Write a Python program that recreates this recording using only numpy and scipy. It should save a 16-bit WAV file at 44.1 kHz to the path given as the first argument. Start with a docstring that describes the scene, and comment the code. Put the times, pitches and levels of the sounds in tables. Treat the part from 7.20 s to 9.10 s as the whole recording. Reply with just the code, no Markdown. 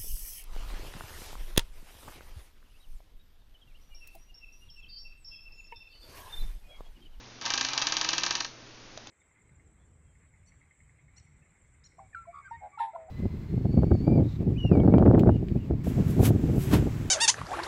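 """Vibration motor loose on a table

A coin motor buzzes for about a second on a wooden table, speeding up. It taps and scuffs on every turn,
and every six turns or so it hops and lands with a sharp knock. Each contact rings the metal case and
the table top and echoes off things nearby. Two small clicks follow, over a quiet bed of hum and hiss."""
import sys
import numpy as np
from scipy import signal
from scipy.fft import rfft, irfft
from scipy.io import wavfile
from scipy.ndimage import uniform_filter1d

SR = 44100
rng = np.random.default_rng(int(sys.argv[2]) if len(sys.argv) > 2 else 0)


def put_to_file(sound):
    """Save the sound as 16-bit audio at rate SR, in the file named by the first command-line argument."""
    columns = np.atleast_2d(sound).T  # one column per channel
    safe = np.clip(columns, -1, 1)
    whole_steps = np.round(safe * 32767)
    wavfile.write(sys.argv[1], SR, whole_steps.astype(np.int16))


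N = 83790


def undb(db):
    """Decibels to gain."""
    return 10 ** (np.asarray(db) / 20)


def unit(x):
    """Scale to rms 1."""
    return x / np.sqrt(np.mean(x ** 2))


def curve(rows):
    """Join (seconds, value) rows by straight lines, holding both ends."""
    return np.interp(np.arange(N) / SR, *np.array(rows).T)


def drift(spread, rate_hz):
    """Glide between random values, rate_hz of them a second."""
    steps = spread * rng.standard_normal(1000)
    return np.interp(np.arange(N) / SR * rate_hz, np.arange(len(steps)), steps)


def add(out, at, x):
    """Mix x in from a time in seconds."""
    i = int(np.clip(at * SR, 0, N - 1))
    out[i:i + len(x)] += x[:N - i]


def conv(x, response):
    """Pass a sound through an impulse response."""
    return signal.fftconvolve(x, response)[:N]


def colour(x, points, size=4096):
    """Minimum-phase EQ through (Hz, dB) points."""
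    hz, db = np.array(points).T
    freqs = np.maximum(np.arange(size // 2 + 1) * SR / size, 1)
    gain = undb(np.interp(np.log(freqs), np.log(hz), db))
    cepstrum = irfft(np.log(gain))
    cepstrum[1:size // 2] *= 2
    cepstrum[size // 2 + 1:] = 0
    return conv(x, irfft(np.exp(rfft(cepstrum))))


def fade(t60, size=N):
    """Exponential decay, 60 dB down after t60 seconds."""
    return np.exp(-np.log(1000) * np.arange(size) / SR / t60)


def ring(hz, t60):
    """One dying mode."""
    return np.cos(2 * np.pi * hz * np.arange(N) / SR) * fade(t60)


def resonances(modes):
    """Ringing modes, each with the given gain at its peak."""
    return sum(undb(db) * 2 * np.log(1000) / (t60 * SR) * ring(hz, t60) for hz, db, t60 in modes)


def burst(t60):
    """Dying noise of unit energy."""
    x = rng.standard_normal(N) * fade(t60)
    return x / np.linalg.norm(x)


def even_noise(envelope):
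    """Noise of unit energy under an envelope, its spectrum ironed nearly flat."""
    x = rng.standard_normal(len(envelope)) * envelope
    for _ in range(5):
        white = irfft(np.exp(1j * np.angle(rfft(x))), len(x))
        power = np.abs(uniform_filter1d(white ** 2, size=32))
        x = envelope * white / np.sqrt(power + 1e-18)
    return x / np.linalg.norm(x)


# Mains hum. Each row: pitch in Hz, rms level in dB.
MAINS_TONES = [(120, -60), (240, -66), (282, -76.5), (322, -69.5)]
# Tone of the hiss. Each row: frequency in Hz, relative level in dB.
HISS_EQ = [(25, -5.5), (60, -15.5), (110, -12), (170, -15.5), (310, -10.5), (420, -13.5), (780, -16.5),
           (1250, -17.5), (3000, -20), (5800, -19.5), (7000, -21), (8000, -66)]

def background():
    """A steady, even background hiss with a low electrical hum."""
    t = np.arange(N) / SR
    hum = sum(undb(db) * np.sin(2 * np.pi * (hz * t + rng.random())) for hz, db in MAINS_TONES)
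    hiss = unit(colour(rng.standard_normal(N), HISS_EQ))
    return np.sqrt(2) * hum + undb(-50.5) * hiss


# The motor's rev. Each row: time in seconds, speed in turns per second.
ROTOR_SPEED = [(.21, 103), (.27, 113.5), (.376, 130.4), (.43, 133), (.598, 137), (.722, 155), (.9, 162.5),
               (1.046, 174.3), (1.152, 187), (1.22, 168), (1.3, 200)]
# How hard it shakes. Each row: time in seconds, level in dB.
SHAKE_LEVEL = [(.205, -27), (.22, -8.5), (.26, 0.5), (.33, -1.5), (.6, -0.5), (.9, -1.5), (1.18, -3.5),
               (1.225, -10), (1.26, -26), (1.30, -60)]

def rotor():
    """The weight spins up with a slight wobble: turns made so far, and strength of the shake."""
    speed = curve(ROTOR_SPEED) * (1 + drift(0.017, rate_hz=39.91))
    return np.cumsum(speed) / SR, undb(curve(SHAKE_LEVEL))


# The motor's low drone. Each row: harmonic number, level in dB at 150 turns per second and
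# a shake of 0 dB, rise in dB per octave of speed.
ROTOR_HARMONICS = [(1, -60.5, 22), (2, -53, 11), (3, -63.5, 13)]

def rotor_hum(turns, shake):
    """The off-centre weight rocks the table unevenly, harder as it speeds up."""
    octaves = np.log2(curve(ROTOR_SPEED) / 150)
    hum = np.zeros(N)
    for harmonic, db, rise in ROTOR_HARMONICS:
        level_db = db + rise * octaves + drift(2.55, rate_hz=25.07)
        hum += undb(level_db) * np.sin(2 * np.pi * harmonic * turns)
    return shake * np.sqrt(2) * hum


def scuffing(turns, shake):
    """The case rubs the wood once a turn: noise that jumps up and sags."""
    rub = np.exp(-(turns % 1) / 0.9) * rng.standard_normal(N)
    return undb(-36.5) * shake * unit(rub)


def contact(size=2048, attack_s=0.00058):
    """A very short scraping blow that trails off in fine chatter."""
    attack = 1 - np.exp(-np.arange(size) / SR / attack_s)
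    decay = fade(0.011, size) + undb(-20) * fade(0.04, size)
    return even_noise(attack * decay)


def taps(turns, shake, jitter_turns=0.16, swing_db=5):
    """One loose tap on each turn, uneven in time and strength."""
    force = np.zeros(N)
    chance = rng.standard_normal((int(turns[-1]), 2))
    for turn, (late, strength) in enumerate(chance):
        i = min(np.searchsorted(turns, turn + jitter_turns * late), N - 1)
        gain = shake[i] * undb(-18.5 + swing_db * np.tanh(strength / 2))
        add(force, i / SR, gain * contact())
    return force


# Tone of the light chatter against that of a landing. Each row: frequency in Hz, gain in dB.
CHATTER_EQ = [(150, 1), (500, 3.5), (950, 11.5), (1600, -1), (2300, 7), (3200, 1), (4700, -4.5), (6200, -7),
              (7500, -8.5)]

def chatter(turns, shake):
    """Scuffs and taps merge into one buzzing force, duller than a landing."""
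    return colour(scuffing(turns, shake) + taps(turns, shake), CHATTER_EQ)


# Tone of the case's click. Each row: frequency in Hz, gain in dB.
CASE_EQ = [(60, -48.5), (200, -27.5), (600, -31), (1400, -18.5), (2100, -14.5), (2700, -0.5), (3450, -4.5),
           (4300, 3.5), (4800, -1), (5200, 0), (6000, 2.5), (6600, -2.5), (7500, -12)]
# Its metallic ring. Each row: pitch in Hz, peak gain in dB, seconds to fall 60 dB.
CASE_RING = [(2347, -7, 0.026), (2720, 3, 0.039), (2974, 7, 0.04), (3260, 1, 0.064), (3690, 9, 0.017),
             (3890, -3, 0.038), (4060, 0, .036), (4550, 3.5, .035), (4739, 7, 0.025), (5067, 5.5, 0.032),
             (5230, 2.5, .045), (5705, -1.5, 0.046), (6230, 5, 0.023), (6730, 9.5, 0.023)]
# Early reflections from things nearby. Each row: delay in milliseconds, gain in dB.
NEAR_ECHOES = [(1.26, -8), (5.85, -9), (7.7, -17), (21.2, -31)]
# Bright slaps off small hard surfaces. 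Each row: delay in seconds, gain in dB before their EQ.
SLAPS = [(0.0163, 3.5), (0.0275, -3.5)]
# Their tone, all treble. Each row: frequency in Hz, gain in dB.
SLAP_EQ = [(500, -41.5), (3000, -43.5), (4700, -16), (5800, -6.5), (6400, -7.5), (7500, -20)]

def metal_case(force):
    """The case clicks and rings at once; things nearby throw the sound back."""
    impulse = signal.unit_impulse(N)
    arrivals = impulse.copy()
    for ms, db in NEAR_ECHOES:
        arrivals[int(ms * SR / 1000)] += undb(db)
    response = colour(arrivals, CASE_EQ) + conv(arrivals, resonances(CASE_RING))
    slap = colour(impulse, SLAP_EQ)
    for delay, db in SLAPS:
        add(response, delay, undb(db) * slap)
    return conv(force, response)


# The table's woody body. Each row: pitch in Hz, relative peak gain in dB, seconds to fall 60 dB.
TABLE_MODES = [(302, -9.5, 0.027), (516, -7, 0.027), (805.5, 1, 0.045), (955, -6.5, 0.04), (1106, 3, 0.022),
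               (1274, -0.5, 0.029), (1620, 4.5, 0.02), (1754, -2, 0.035)]

def table_top(force, lag_s=0.0032):
    """The wood answers with a hollow thud: a weak front, then the main wave."""
    thud = undb(1) * conv(force, resonances(TABLE_MODES))
    out = undb(-8) * thud
    add(out, lag_s, thud)
    return out


# Tone of the room's tail. Each row: frequency in Hz, relative gain in dB.
ROOM_EQ = [(150, -4), (300, -3), (600, -1.5), (950, 2), (1600, -3), (2300, 3), (3200, -5.5), (4300, 5),
           (4800, -7), (5800, 2), (7300, -9)]
ROOM_T60_S = 0.3

def room_tail():
    """The room's response: a short, diffuse wash of reflections."""
    return undb(-8.5) * colour(even_noise(fade(ROOM_T60_S)), ROOM_EQ)


# The hard knocks. Each row: start in seconds, relative strength in dB, extra thud in the wood in dB.
LANDINGS = [(0.212, -10, 5), (0.2209, -12, 4.5), (.2530, -2.5, -1), (.2607, 0.5, 2.5), (0.3026, 3, 1),
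            (.3370, 5, 1), (0.3763, 3, 2.5), (0.4098, 4.5, 2), (0.4477, 2.5, 0), (.4860, -2, 2.5),
            (.5325, -1, 1), (0.5766, 5.5, -3.5), (.6160, 0, 4), (0.6205, 2, 1), (0.6691, 5, -1.5),
            (0.7218, 4, 1.5), (0.767, 4.5, -1), (0.8119, 4, 0.5), (0.845, 1, 3.5), (0.8885, 5.5, -1.5),
            (0.93, -1, 1), (0.9327, 0, 3), (0.9799, 4.5, -0.5), (1.0339, 5, 1), (1.0629, 2.5, 3.5),
            (1.1073, 4.5, 1), (1.152, 3, 1.5), (1.2027, -3, -3), (1.2053, -0.5, 3.5), (1.246, -4, 4)]

def landings():
    """Each hop ends in a hard contact: the force on the case and the force on the wood."""
    on_case, on_wood = np.zeros(N), np.zeros(N)
    for at, db, thud_db in LANDINGS:
        blow = undb(db - 2) * contact()
        add(on_case, at, blow)
        add(on_wood, at, undb(thud_db) * blow)
    return on_case, on_wood


# Things being handled. Each row: start in seconds, crack level in dB before its EQ,
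# ring pitch in Hz, ring level in dB, seconds for the ring to fall 60 dB.
HANDLING_CLICKS = [(1.7751, -17.5, 626, -32, 0.023), (1.8712, -18.5, 3600, -41.5, 0.032)]
# Tone of the crack. Each row: frequency in Hz, gain in dB.
CRACK_EQ = [(200, -32), (800, 8), (1800, -6), (3200, 7), (5500, 8), (7500, 9)]

def clicks():
    """A woody tock and a thin tick, each a crack with one short ring and a touch of room."""
    out = np.zeros(N)
    for at, crack_db, hz, ring_db, t60 in HANDLING_CLICKS:
        crack = colour(burst(t60=0.013), CRACK_EQ)
        add(out, at, undb(crack_db) * crack + undb(ring_db) * ring(hz, t60))
    return out + undb(-16) * conv(out, burst(ROOM_T60_S))


def scene():
    """Steady hiss and hum, the motor on the table and the late clicks, in mono."""
    tail = room_tail()
    turns, shake = rotor()
    out = background() + clicks() + rotor_hum(turns, shake)
    on_case, on_wood = landings()
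    buzz = chatter(turns, shake)
    rattle = metal_case(on_case + buzz) + table_top(on_wood + buzz)
    add(out, 0.008, conv(rattle, tail))  # reverb with 8 ms of pre-delay
    return (out + rattle)[None]


def record(dry, roll_off_hz=6500, cut_hz=7300):
    """A narrow-band microphone: the top rolls off and is then cut."""
    soft = signal.sosfilt(signal.butter(12, roll_off_hz, fs=SR, output="sos"), dry)
    return signal.sosfilt(signal.ellip(8, .2, 70, cut_hz, fs=SR, output="sos"), soft)


dry = scene()
out = record(dry)
put_to_file(out)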